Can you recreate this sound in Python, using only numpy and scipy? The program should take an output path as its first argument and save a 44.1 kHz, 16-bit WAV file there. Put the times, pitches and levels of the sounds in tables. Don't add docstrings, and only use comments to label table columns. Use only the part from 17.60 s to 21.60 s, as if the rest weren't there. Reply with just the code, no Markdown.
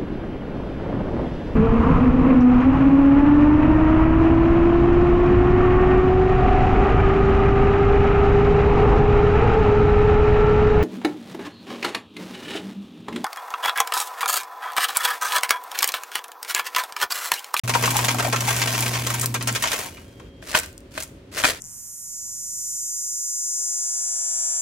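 import sys
import numpy as np
from scipy import signal
from scipy.fft import rfft, irfft
from scipy.io import wavfile

SR = 44100
rng = np.random.default_rng(int(sys.argv[2]) if len(sys.argv) > 2 else 0)


def unload_audio(sound):
    columns = np.transpose(np.atleast_2d(sound))
    steps = np.round(np.clip(columns, -1, 1) * 32767)
    wavfile.write(sys.argv[1], SR, steps.astype(np.int16))


N = 176400
TIME, HZ = np.arange(N) / SR, np.fft.rfftfreq(N, 1 / SR)
MOTOR_ON_S, MOTOR_OFF_S, MOTOR_RISE_S = 0.035, 1.955, 0.0024

# t/s, level/dB
JOSTLE_LEVELS = [(.036, -38.5), (.07, -43.5), (.09, -33), (.45, -26), (.57, -34.5), (.67, -28),
                 (.715, -36.5), (.88, -28.5), (1.28, -27), (1.4, -31), (1.63, -34.5), (1.72, -45),
                 (1.85, -42.5), (1.88, -34.5), (2.0, -37), (2.14, -30), (2.25, -33.5), (2.31, -47),
                 (2.7, -69)]


def cubes(touches_per_s=1100, first_touch=1.2):
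    # t/s, hollow body/dB, clack/dB, bright clink/dB
    hits = [(0.077, -29, -27, -24.5), (0.094, -20.5, -20.5, -22.5), (0.138, -37, -19.5, -43),
            (0.15, -14, -24, -25), (0.225, -26.5, -26.5, -23), (0.236, -18, -20.5, -31),
            (0.257, -25, -21, -19.5), (0.305, -33, -25, -17.5), (0.367, -39, -21, -14),
            (0.39, -31, -30, -30), (0.446, -34, -21.5, -19), (0.484, -21, -16, -24),
            (0.507, -31, -25.5, -27), (0.585, -25, -26.5, -26.5), (0.596, -20.5, -24, -27),
            (0.624, -25, -30.5, -27), (0.647, -41, -28, -39), (0.726, -20, -20.5, -25.5),
            (0.741, -21, -39, -44), (0.759, -30, -22.5, -26.5), (0.806, -41, -25.5, -21),
            (0.873, -34, -23.5, -23), (0.886, -26, -21, -21), (0.906, -20.5, -23.5, -20),
            (0.964, -36, -26.5, -21), (1.017, -28, -18, -29), (1.073, -24.5, -22.5, -25),
            (1.112, -37, -31.5, -42), (1.148, -31.5, -23.5, -48), (1.224, -38, -25.5, -20.5),
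            (1.337, -32, -24.5, -41), (1.354, -27.5, -24.5, -41), (1.466, -26, -22.5, -22),
            (1.502, -24.5, -27.5, -22.5), (1.54, -30.5, -28, -22.5), (1.611, -42, -33, -17),
            (1.631, -27.5, -31.5, -25), (1.742, -26, -25.5, -21.5), (1.752, -27, -27.5, -47),
            (1.809, -32, -28.5, -48), (1.826, -35.5, -33.5, -34), (1.873, -28, -22.5, -19.5),
            (1.888, -25, -22.5, -42), (1.95, -37, -23.5, -23), (1.958, -26.5, -23, -42),
            (2.024, -33, -23, -19), (2.038, -21, -19, -32), (2.055, -25, -23.5, -40),
            (2.074, -46, -22, -29), (2.116, -29, -22, -21.5), (2.131, -23.5, -23, -23),
            (2.19, -29, -35, -27), (2.38, -44.5, -49, -61), (2.598, -44, -47.5, -58),
            (3.032, -45, -36, -42), (3.403, -40, -33, -26.5), (3.424, -44, -35.5, -27)]
    # low/Hz, high/Hz
    bands = [(450, 1400), (1400, 6000), (6000, 16500)]
    # one touch/s, whole chatter/s
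    fades = [(0.029, 0.072), (0.021, 0.075), (0.013, 0.076)]
    # f/Hz, level/dB
    tone = [(60, -10.5), (350, 1), (800, -4), (2500, 3.5), (4500, -2.5), (6500, 2.5), (16000, -5.5)]
    out, t = np.zeros((2, N)), np.arange(SR // 16) / SR
    filters = [signal.butter(2, band, "bandpass", fs=SR) for band in bands]
    for start, *levels in hits:
        touches = rng.exponential(1, len(t)) * (rng.random(len(t)) < touches_per_s / SR)
        touches[0] = first_touch ** 2
        for db, (b, a), (ring_s, chatter_s) in zip(levels, filters, fades):
            chatter = touches * fade(t, chatter_s) ** 2
            power = signal.lfilter([1], [1, -fade(1 / SR, ring_s) ** 2], chatter)
            cracks = np.sqrt(power) * burst(t, np.inf, wide=0.79)
            add(out, start, amp(db) * struck(signal.lfilter(b, a, cracks)))
    return colour(out, read(tone))


def knocks():
    # t/s, level/dB, brightness/(dB per octave)
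    blows = [(0.149, -22, 0), (2.825, -37.5, -4), (2.942, -23, -2), (2.948, -14, -2), (2.951, -9, 2.5),
             (3.377, -21.5, -2), (3.775, -26, 0), (3.838, -13.5, 2), (3.844, -10, -3), (3.851, -9.5, 1)]
    # f/Hz, level/dB, t60/s
    cup_notes = [(337, -14, 0.026), (632.5, -10, 0.12), (830, -12, 0.03), (980, -9.5, 0.033),
                 (1195, -5.5, 0.022), (1392, -11, 0.05), (1547, 1, 0.028), (1740, 3, 0.013),
                 (2506, 0.5, 0.025), (3130, -2.5, 0.015), (4060, -10.5, 0.034)]
    out, t = np.zeros((2, N)), np.arange(SR // 8) / SR
    hz, db, t60 = np.transpose(cup_notes)
    crack_band = signal.butter(1, [500, 3800], "bandpass", fs=SR, output="sos")
    for start, strength_db, tilt_db in blows:
        pitches = hz * (1 + 0.0095 * rng.standard_normal(len(hz)))
        gains = amp(db + tilt_db * np.log2(hz / hz.mean()) + rng.standard_normal(len(hz)))
        tone = ring(t, pitches, gains * rng.choice([-1, 1], len(hz)), t60)
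        crack = signal.sosfilt(crack_band, rng.standard_normal((2, len(t)))) * fade(t, t60=0.054)
        add(out, start, amp(strength_db) * struck(struck(tone) + 0.58 * struck(crack)))
    return out


def pitched_hits(t60=0.05):
    # t/s, f/Hz, level/dB
    hits = [(0.277, 1084, -17.5), (.356, 844, -19.5), (.39, 980, -17.5), (.546, 747, -22), (.648, 720, -18),
            (.666, 615, -23), (.68, 753, -24.5), (.88, 814, -20), (2.371, 2370, -39)]
    out, t = np.zeros((2, N)), np.arange(SR // 12) / SR
    for start, hz, db in hits:
        note = np.sin(2 * np.pi * hz * t) * fade(t, t60)
        impact = signal.lfilter(*signal.iirpeak(hz, 1, fs=SR), burst(t, t60, wide=0.63))
        add(out, start, amp(db) * struck(note + 0.5 * struck(impact)))
    return out


def snaps(ping_hz=8900):
    # t/s, level/dB
    cracks = [(.546, -24.5), (1.207, -18), (1.597, -21), (1.659, -15), (1.742, -25), (1.826, -25.5),
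              (1.927, -27), (2.989, -20), (2.999, -23.5), (3.034, -36), (3.061, -36), (3.129, -47),
              (3.179, -37.5), (3.205, -49), (3.434, -28.5), (3.477, -45)]
    out, t = np.zeros((2, N)), np.arange(SR // 20) / SR
    for start, db in cracks:
        crack = burst(t, t60=0.006, wide=0.11)
        ping = signal.lfilter(*signal.iirpeak(ping_hz, 8, fs=SR), crack)
        click = signal.lfilter(*signal.butter(2, 5500, "highpass", fs=SR), crack)
        add(out, start, amp(db) * struck(struck(ping) + 2.2 * struck(click)))
    return out


def slide():
    # t/s, level/dB
    shakes = [
        [(2.82, -53), (2.89, -34.5), (2.94, -30), (2.975, -18.5), (3.015, -38), (3.11, -58)],
        [(3.31, -53), (3.36, -40.5), (3.41, -36), (3.45, -53), (3.5, -58)],
        [(3.715, -47.5), (3.74, -39), (3.79, -23.5), (3.825, -29), (3.85, -21.5), (3.9, -22.5), (3.94, -38.5),
         (4, -50)],
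    ]
    # f/Hz, level/dB
    tone = [(150, -14), (420, -2.5), (620, 0.5), (850, -8), (1700, 0), (3000, -4.5), (8500, -6.5),
            (16000, -16)]
    crunch = grains(tone, per_s=900, spread_db=0.5, t60=0.0098, wide=0.96)
    return sum(level(shake) for shake in shakes) * crunch


def jostle(wide):
    # f/Hz, level/dB
    tone = [(150, -15), (280, -5.5), (750, -4.5), (1250, -9), (2400, -4), (4200, -10), (6400, -8),
            (16000, -13.5)]
    return grains(tone, per_s=900, spread_db=3, t60=0.0082, wide=wide)


def roll(fall_db_per_s=6.5):
    hollow = signal.lfilter(*signal.butter(2, [586, 1177], "bandpass", fs=SR), jostle(wide=0.99))
    return level(JOSTLE_LEVELS) * amp(-6.5 - fall_db_per_s * TIME) * unit(hollow)


def chute(x, sharpness=18.8):
    # f/Hz, boost/dB
    peaks = [(630, 2.3), (930, 6.3), (1066, 7.2), (1362, 3.9), (1580, 7), (1745, 0.37), (2520, 1.6)]
    return colour(x, sum(db / (1 + (2 * sharpness * (HZ / hz - 1)) ** 2) for hz, db in peaks))


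def recess(x, echo_sets=7, drawn_out_s=2.3):
    echo_set = np.arange(N) // (SR // 40) % echo_sets
    sent = x * amp(-7 * np.clip((TIME - drawn_out_s) / 0.5, 0, 1))
    return sum(echoes(sent * (echo_set == k), t60=0.043, delay_s=0.0008, per_s=2500)
               for k in range(echo_sets))


def motor(hum_hz=120.2, sag_db_per_s=1.0):
    # f/Hz, level/dB
    gear_tone = [(30, -33), (70, -16.5), (130, -7), (230, 2.5), (600, -16.5), (1500, -31)]
    since_off = np.maximum(TIME - MOTOR_OFF_S, 0)
    boom = amp(-8) * fade(since_off, t60=0.66)
    running = switch_on() * np.maximum(fade(since_off, t60=0.055), boom)
    phase = 2 * np.pi * hum_hz * TIME + 0.16 * drift(2.1)
    hum = np.sqrt(2) * (amp(-28.3) * np.sin(phase) + amp(-44.5) * np.sin(2 * phase))
    hum *= amp(drift(22))
    gears = amp(-37.5) * noise(gear_tone)
    return running * amp(-sag_db_per_s * TIME) * (hum + gears)


def kitchen():
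    # start/s, end/s, f/Hz, level/dB
    whines = [(2.3, 2.445, 2910, -51), (2.423, 2.87, 3220, -60.5)]
    # f/Hz, level/dB
    drones = [(271, -55), (382, -60), (553, -61)]
    # f/Hz, level/dB
    rumble_tone = [(20, -32), (50, -0.5), (80, 1), (190, -7.5), (300, -5.5), (580, -14.5), (800, -24),
                   (3000, -28), (16000, -52)]
    out = np.zeros(N)
    for start, end, hz, db in whines:
        swell = np.clip(np.minimum(TIME - start, end - TIME) / 0.053, 0, 1)
        out += amp(db) * np.sin(2 * np.pi * hz * TIME) * swell
    for hz, db in drones:
        out += amp(db) * np.sqrt(2) * np.sin(2 * np.pi * hz * TIME + drift(2.6))
    rumble = amp(-44.5 + drift(7.3)) * noise(rumble_tone)
    return (out + rumble) * switch_on()


def two_ears(x, mono_below_hz=460):
    # f/Hz, level/dB
    left_lead = [(330, 0), (680, 5.5), (1200, 1), (6000, 0)]
    left, right = np.roll(x[0], 1), x[1]
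    middle = (left + right) / 2
    side = signal.lfilter(*signal.butter(2, mono_below_hz, "highpass", fs=SR), (left - right) / 2)
    lead_db = read(left_lead) / 2
    return np.vstack([colour((middle + sign * side)[None], sign * lead_db) for sign in (1, -1)])


def echoes(x, t60, delay_s, per_s):
    t = np.arange(SR // 2) / SR
    taps = rng.choice([-1, 1], (2, len(t))) * (rng.random((2, len(t))) < per_s / SR)
    taps = taps * fade(t, t60) * (t > delay_s)
    taps /= np.linalg.norm(taps, axis=1, keepdims=True) + 1e-9
    return signal.fftconvolve(x, taps, axes=1)[:, :N]


def grains(spectrum, per_s, spread_db, t60, wide, count=90):
    t = np.arange(SR // 64) / SR
    sizes = amp(spread_db * np.minimum(rng.exponential(1, N), 3))
    sizes *= (rng.random(N) < per_s / SR) * rng.choice([-1, 1], N)
    kind = rng.integers(0, count, N)
    ticks = [burst(t, t60, wide) for _ in range(count)]
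    out = np.zeros((2, N + len(t)))
    for at in np.flatnonzero(sizes):
        out[:, at:at + len(t)] += sizes[at] * ticks[kind[at]]
    return unit(colour(out[:, :N], read(spectrum)))


def burst(t, t60, wide):
    return (rng.standard_normal(len(t)) + wide * rng.standard_normal((2, len(t)))) * fade(t, t60)


def ring(t, hz, gains, t60, spread_radians=0.62):
    shift = spread_radians * rng.standard_normal(len(hz)) / 2
    notes = gains[:, None] * fade(t, t60[:, None]) * np.exp(2j * np.pi * hz[:, None] * t)
    return (np.exp(1j * np.outer([1, -1], shift)) @ notes).imag


def noise(spectrum):
    # f/Hz, likeness/(0 to 1)
    likeness = [(150, .998), (320, .95), (700, .35), (1500, .1)]
    left, other = rfft(rng.standard_normal((2, N)))
    same = read(likeness)
    right = same * left + np.sqrt(1 - same ** 2) * other
    return unit(irfft(np.array([left, right]) * amp(read(spectrum)), N))


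def drift(rate_hz):
    return unit(irfft(rfft(rng.standard_normal(N)) / (1 + (HZ / rate_hz) ** 4), N))


def colour(x, db):
    log_gain = irfft(np.log(amp(db[::20])))
    half = len(log_gain) // 2
    fold = 2. * (np.arange(2 * half) < half)
    fold[0] = 1
    response = irfft(np.exp(rfft(log_gain * fold)))
    return signal.oaconvolve(x, response[None, :half], axes=1)[:, :N]


def read(points):
    hz, value = np.transpose(points)
    return np.interp(np.log(HZ + 1), np.log(hz + 1), value)


def level(points):
    return amp(np.interp(TIME, *np.transpose(points), left=-120, right=-120))


def switch_on():
    return np.clip((TIME - MOTOR_ON_S) / MOTOR_RISE_S, 0, 1)


def fade(t, t60):
    return amp(-60 * t / t60)


def amp(db):
    return 10 ** (np.asarray(db) / 20)


def unit(x):
    return x / np.sqrt(np.mean(x ** 2) + 1e-20)


def struck(x):
    return x / np.sqrt(2 * np.mean(x[:, :353] ** 2) + 1e-20)


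def add(mix, start, sound):
    part = mix[:, max(round(start * SR), 0):][:, :sound.shape[1]]
    part += sound[:, :part.shape[1]]


def scene():
    pieces = level(JOSTLE_LEVELS) * jostle(wide=0.6)
    shaking = slide()
    ice = chute(cubes() + pieces + roll()) + shaking + knocks() + pitched_hits() + snaps()
    steel = amp(-5) * recess(ice)
    room = amp(-15.5) * echoes(ice, t60=0.38, delay_s=0.0075, per_s=6000)
    return two_ears(ice + steel + room) + motor() + kitchen()


def record(dry):
    rounded = dry / (1 + (dry / 0.95) ** 6) ** (1 / 6)
    treble_cut = signal.firwin(511, 15900, window=("kaiser", 9), fs=SR)
    return signal.oaconvolve(rounded, treble_cut[None], "same")


dry = scene()
out = record(dry)
unload_audio(out)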